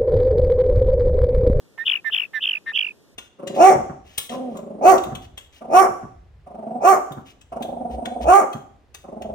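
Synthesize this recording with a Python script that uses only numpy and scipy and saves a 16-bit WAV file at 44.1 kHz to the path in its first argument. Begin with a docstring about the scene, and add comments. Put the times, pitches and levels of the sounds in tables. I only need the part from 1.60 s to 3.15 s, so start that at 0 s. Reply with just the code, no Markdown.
"""A mockingbird close by sings one phrase four times over a quiet background.
Each phrase is a low whistle of two beating tones, then a faint slide up into a trill of falling chirps
that slows and sinks: a swept tone shaped by a throat filter. Rasp and hiss are noise that follows the song.
Reflections near the bird hollow out a different moving pitch at each microphone as it turns its head,
and decaying echoes follow. Behind it lies a steady wide hush of filtered noise."""
import sys
import numpy as np
from scipy import signal
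from scipy.fft import rfft, irfft
from scipy.io import wavfile
from scipy.ndimage import uniform_filter1d

SR = 44100
rng = np.random.default_rng(int(sys.argv[2]) if len(sys.argv) > 2 else 0)


def output_pcm(signal):
    """Save a mono or channel-first signal as 16-bit PCM at the path in sys.argv[1].

    Samples are clipped to [-1, 1] before scaling.
    """
    pcm = np.clip(np.atleast_2d(signal).T, -1, 1) * 32767
    wavfile.write(sys.argv[1], SR, np.round(pcm).astype(np.int16))


N = 68355
JITTER = 0.006  # rms pitch unsteadiness of the main voice, as a share of its pitch


def bird():
    """Superposition: whistles, trills and rasp arrive directly and by echo; a wide hiss follows their level."""
    # whistles: (start [s], length [s], first pitch [Hz], last pitch [Hz], pitch arch [Hz], level [dB],
    # upper voice [dB], upper voice fade [dB/s], roughness [0-1], opening scrape [dB],
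    # closing scrape [dB], overtones [dB])
    whistle_rows = [(0.176, 0.07, 1775, 1887, -16.5, -14.5, -2.5, -550, 0.05, -34, -41, -26),
                    (0.442, 0.065, 1784, 1718, 50.5, -12.5, -4, -220, 0.07, -37, -33, -37.5),
                    (0.731, 0.07, 1815, 1721, 8, -14.5, -1.5, -100, 0.08, -39, -41.5, -25),
                    (1.059, 0.067, 1779, 1725, 71, -14.5, -1.5, -260, 0.14, -44.5, -36.5, -22.5)]
    # chirps of the four trills: (time of the top [s], top pitch [Hz], level [dB])
    chirp_rows = [
        [(.2505, 2995, -44), (.256, 3450, -27), (.2646, 3595, -11.5), (.2766, 3500, -8), (.2948, 3440, -7.5),
         (.3165, 3310, -8.5), (.336, 2960, -12.5), (.3575, 2910, -13), (.373, 2675, -21), (.3905, 2604, -33)],
        [(.5173, 3500, -32.5), (.5231, 3224, -21), (.5316, 3572, -14), (.5432, 3356, -9), (.5602, 3470, -12.5),
         (.5812, 3243, -13), (.6006, 2984, -13.5), (.6205, 2833, -18.5), (.638, 2625, -16.5),
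         (.654, 2640, -25.5)],
        [(.8102, 3095, -30.5), (.8171, 3290, -28), (.8255, 3600, -14), (.8364, 3520, -11.5), (.8522, 3420, -11),
         (.8725, 3276, -13.5), (.892, 3193, -13.5), (.9125, 3120, -18.5), (.9345, 2864, -19.5),
         (.955, 2644, -19), (.9725, 2571, -23)],
        [(1.1375, 3110, -29), (1.1429, 3130, -25), (1.149, 3345, -19.5), (1.1584, 3436, -10),
         (1.1715, 3280, -10.5), (1.189, 3363, -8), (1.2097, 3284, -11), (1.2277, 3020, -15.5),
         (1.248, 2801, -16.5), (1.2695, 2760, -17.5), (1.289, 2653, -21.5), (1.31, 2568, -28)],
    ]
    # hollows as the bird turns: (time [s], left pitch [Hz], left width [Hz], left level [dB],
    # right pitch [Hz], right width [Hz], right level [dB])
    hollow_rows = [(.21, 1953, 108.7, -2.5, 2565, 47.7, -3), (0.469, 1976, 120, -1.5, 2860, 50, -1.5),
                   (0.649, 1950, 310, -1.5, 2496, 50, -1.5), (0.772, 1965, 121, -1, 2530, 77, -2),
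                   (0.839, 2263, 122, -4.5, 2231, 61, -3), (.97, 2646, 100, 5, 2157, 89.5, 5),
                   (1.089, 2604, 244.5, -4.5, 2050, 200, -2.5), (1.29, 2734, 220, -3.5, 1990, 157, -1.5)]
    # rasp that trails each chirp: (frequency [Hz], relative density [dB per Hz])
    rasp_spectrum = [(300, -25.5), (700, -7.5), (1400, -2), (1900, 9.5), (2600, 3), (3400, 1),
                     (3900, -20.5), (4400, -33.5), (9000, -45)]
    # hiss that follows the level of the song: (frequency [Hz], relative density [dB per Hz])
    hiss_spectrum = [(2000, -16), (3600, -2), (4100, -23.5), (4600, -18.5), (5200, 2.5), (5900, -3.5),
                     (6700, -22.5), (7800, -5), (9000, -15.5), (10300, -6), (11500, -13.5), (13300, -4),
                     (14100, 7), (14600, 2)]
    # hiss in each phrase: (level against whistle [dB], level against trill [dB])
    hiss_levels = [(-42, -36), (-37.5, -33), (-39, -37), (-43.5, -43.5)]
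    trill_overtone_db = [-46.5, -48.5, -41, -33.5]  # second harmonic in each phrase
    rasp_db, rasp_lag_s = [-23, -23, -27.5, -28.5], 0.0075  # level in each phrase
    flicker_db = 3.5  # rms flicker of the hiss
    echo_db, echo_t60_s = -14, 0.019
    far_db, far_t60_s = -33, .3

    t = np.arange(N) / SR
    whistles = [whistle(*row) for row in whistle_rows]
    trills = [trill(chirps, db) for chirps, db in zip(chirp_rows, trill_overtone_db)]

    rasp_drive = sum(amp(db) * x for db, x in zip(rasp_db, trills))
    rasp_level = np.interp(t - rasp_lag_s, t, effort(rasp_drive, size=260))
    rasp = rasp_level * noise(rasp_spectrum)
    song = sum(whistles) + sum(trills) + rasp

    at, *columns = np.transpose(hollow_rows)
    curves = [np.interp(t, at, column) for column in columns]
    direct = np.array([hollow(song, *curves[:3]), hollow(song, *curves[3:])])

    hiss_level = sum(effort(amp(whistle_db) * low + amp(trill_db) * high, size=750)
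                     for (whistle_db, trill_db), low, high in zip(hiss_levels, whistles, trills))
    hiss = hiss_level * np.array([noise(hiss_spectrum), noise(hiss_spectrum)])
    hiss = hiss * amp(flicker_db * waver(size=120))

    near = amp(echo_db) * echoes(direct.mean(0), echo_t60_s)
    far = amp(far_db) * echoes(direct.mean(0), far_t60_s)
    return direct + hiss + near + far


def whistle(start, length, first_hz, last_hz, arch_hz, db, upper_db, fade_db_per_s, rough,
            open_db, close_db, buzz_db):
    """Beating and intermodulation: two close tones swell together, and powers of the sum add overtones."""
    # huskiness, scaled by the roughness: (frequency [Hz], relative density [dB per Hz])
    husk_spectrum = [(1000, -28.5), (1500, -8), (1800, 13.5), (2100, -3), (2600, -8), (3200, -18),
                     (3700, -7), (4100, -22.5), (4600, -43.5), (9000, -52.5)]
    # low scrape as the whistle opens and closes: (frequency [Hz], relative density [dB per Hz])
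    scrape_spectrum = [(300, -24), (600, -12), (850, 0.5), (1400, -1), (1900, 6.5), (2600, -2.5),
                       (3500, -19), (6000, -52.5)]
    husk_db = 4.5
    upper_start_hz, upper_sag_hz_per_s, upper_jitter = 2123, 2500, 0.0057
    sideband_db, third_harmonic_db = -21, -42
    swell_power = 1.42
    scrape_inset_s, scrape_s = .006, 0.0042

    clock = np.arange(N) / SR - start
    t = np.clip(clock, 0, length)
    arch = abs(np.sin(np.pi * t / length))
    hz = first_hz + (last_hz - first_hz) * t / length + arch_hz * arch
    upper_hz = upper_start_hz - upper_sag_hz_per_s * t

    # sidebands lie one beat frequency outside the two tones
    sidebands = voice(2 * hz - upper_hz, upper_jitter) + voice(2 * upper_hz - hz, upper_jitter)
    upper = voice(upper_hz, upper_jitter) + amp(sideband_db) * sidebands
    upper_gain = amp(upper_db + fade_db_per_s * t)
    pair = voice(hz, JITTER) + upper_gain * upper * (1 + rough * waver(size=24))
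    husk = rough * amp(husk_db) * noise(husk_spectrum)

    # powers of the analytic signal give sum frequencies alone
    tone = signal.hilbert(arch ** swell_power * (pair + husk))
    buzz = amp(buzz_db) * tone ** 2 / 2 + amp(third_harmonic_db) * tone ** 3 / 2
    edges = sum(amp(edge_db) * np.exp(-((clock - s) / scrape_s) ** 2)
                for s, edge_db in [(scrape_inset_s, open_db), (length - scrape_inset_s, close_db)])
    return amp(db) * (tone + buzz).real + edges * noise(scrape_spectrum)


def trill(chirps, overtone_db):
    """Frequency modulation with a source and filter: pitch swings between tops and troughs in a throat."""
    # throat response: (frequency [Hz], gain [dB])
    throat = [(1500, 1), (2300, -2.5), (2700, 6), (3100, 3), (3350, -4.5), (3550, -5), (3800, -12),
              (4200, -44.5)]
    # response for the second harmonic: (frequency [Hz], gain [dB])
    overtone_response = [(4200, -6), (4800, -2.5), (5400, -6.5), (6000, -4.5), (6700, -20.5), (7500, -11.5)]
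    # closing of the voice, in full between slow chirps: (share of the way to the next top [0-1], gain [dB])
    closing = [(0, -1.5), (.14, -3.5), (.3, 0.5), (.47, -18.5), (.66, -17.5), (.77, -36), (.87, -4.5),
               (1, 2)]
    fall_hz_per_s, lowest_hz = 62000, 2230  # the faster the chirps, the shallower the troughs
    fall_share, full_gap_s = 0.45, 0.023  # trough position between tops; gap that closes in full
    lead_s, lead_hz, lead_db = 0.015, 2460, -44  # faint slide before the first top
    flutter_s, flutter_hz = 0.0027, 486  # last step of the slide, before and below the first top
    last_fall_hz, end_s, end_db = 117, 0.0082, -33.5
    overtone_jitter = 0.024

    t = np.arange(N) / SR
    at, top_hz, db = np.transpose(chirps)
    gaps = np.diff(np.r_[at, at[-1] + end_s])
    low_hz = np.maximum(top_hz - fall_hz_per_s * gaps, lowest_hz)
    low_hz = np.r_[low_hz[:-1], top_hz[-1] - last_fall_hz]

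    # tops and troughs alternate; easing rounds the turns of pitch
    turns = np.r_[at[0] - lead_s, at[0] - flutter_s, np.c_[at, at + fall_share * gaps].ravel()]
    turn_hz = np.r_[lead_hz, top_hz[0] - flutter_hz, np.c_[top_hz, low_hz].ravel()]
    index = np.arange(len(turns))
    swing = np.interp(t, turns, index)
    eased = swing - .6 * np.sin(2 * np.pi * swing) / (2 * np.pi)
    hz = np.interp(eased, index, turn_hz)

    share = np.interp(t, at, np.arange(len(at))) % 1
    closing_depth = np.interp(t, at + gaps / 2, np.minimum(gaps / full_gap_s, 1) ** 2)
    closing_db = closing_depth * np.interp(share, *np.transpose(closing))
    ends = np.r_[turns[0], at, at[-1] + end_s]
    level_db = np.interp(t, ends, np.r_[lead_db, db, end_db]) + closing_db
    gate = np.clip(np.minimum(t - ends[0], ends[-1] - t) / .003 + 1, 0, 1)  # 3 ms ramps
    gain = uniform_filter1d(gate * amp(level_db), size=50)

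    fundamental = colour(gain * voice(hz, JITTER), throat)
    overtone = colour(gain * voice(2 * hz, overtone_jitter), overtone_response)
    return fundamental + amp(overtone_db) * overtone


def voice(hz, jitter):
    """Phase is the integral of frequency: one side of the syrinx sounds a pure, slightly unsteady tone."""
    shimmer = 0.0081  # rms share of the amplitude
    phase = 2 * np.pi * np.cumsum(hz * (1 + jitter * waver())) / SR
    return np.sin(phase) * (1 + shimmer * waver())


def waver(size=30):
    """Random modulation: white noise smoothed twice over size samples, with an rms of one."""
    return unit(uniform_filter1d(uniform_filter1d(rng.standard_normal(N), size), size))


def effort(x, size):
    """Envelope detection: the root of the power averaged twice over size samples."""
    power = uniform_filter1d(uniform_filter1d(x ** 2, size=size), size=size)
    return np.sqrt(abs(power))


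def hollow(x, hz, width_hz, db):
    """Destructive interference: a close reflection cancels one moving pitch at a microphone."""
    span_hz = 1074
    # shift the moving pitch to zero, low-pass, and shift back
    turn = np.exp(2j * np.pi * np.cumsum(hz) / SR)
    pole = np.exp(-np.pi * span_hz / SR)
    smooth = signal.lfilter([(1 - pole) / 2] * 2, [1, -pole], signal.hilbert(x) / turn)
    band = (turn * smooth).real
    return amp(db) * (x - (1 - width_hz / span_hz) * band)


def echoes(x, t60):
    """Exponential decay of scattered reflections, with independent arrivals at each microphone."""
    t = np.arange(SR // 2) / SR
    decay = np.exp(-np.log(1000) * t / t60)  # 60 dB down at t60
    taps = rng.standard_normal((2, len(t))) * decay * (t > .002)
    return signal.fftconvolve(x[None], taps / np.linalg.norm(taps[0]), axes=1)[:, :N]


def hush():
    """Partial coherence: the steady wide background hush is a common noise plus an opposed one."""
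    # hush common to both microphones: (frequency [Hz], relative density [dB per Hz])
    mid_spectrum = [(25, -33.5), (70, -14.5), (180, -9.5), (270, -7.5), (400, -7), (520, -9), (750, -17),
                    (1200, -20), (1850, -24), (2250, -48.5), (2850, -24.5), (3500, -23), (4400, -33),
                    (5600, -28.5), (7000, -30), (12000, -35), (15000, -36)]
    # hush of opposite sign at the microphones: (frequency [Hz], relative density [dB per Hz])
    side_spectrum = [(25, -23.5), (55, -9.5), (110, -1.5), (170, -2.5), (350, -4.5), (550, -9.5),
                     (1100, -32.5), (1700, -19), (2400, -17), (3300, -29), (4200, -19), (7000, -25),
                     (12000, -31), (15000, -39.5)]
    mid = amp(-58.5) * noise(mid_spectrum)
    side = amp(-59.5) * noise(side_spectrum)
    return np.array([mid + side, mid - side])


def noise(points):
    """Spectral shaping: white noise filtered to the given spectrum, with an rms of one."""
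    return unit(colour(rng.standard_normal(N), points))


def colour(x, points):
    """Linear filtering: each frequency is multiplied by its own gain."""
    return irfft(rfft(x) * amp(read(points, np.fft.rfftfreq(N, 1 / SR))), N)


def read(points, hz):
    """Constant-ratio spacing: interpolates decibels along a log-frequency axis."""
    f, db = np.transpose(points)
    return np.interp(np.log(hz + 1), np.log(f + 1), db)


def unit(x):
    """Power normalisation: scales to an rms of one."""
    return x / np.sqrt(np.mean(x ** 2) + 1e-20)


def amp(db):
    """Logarithmic level: 20 dB is a factor of ten in amplitude."""
    return 10 ** (np.asarray(db) / 20)


def scene():
    """Superposition: the bird over the hush."""
    return bird() + hush()


def record(dry):
    """Band limiting: the recorder passes what lies below its upper edge, by a linear-phase filter."""
    edge_hz = 14500
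    lowpass = signal.firwin(301, edge_hz, window=("kaiser", 9), fs=SR)
    return signal.oaconvolve(dry, lowpass[None], "same")


dry = scene()
out = record(dry)
output_pcm(out)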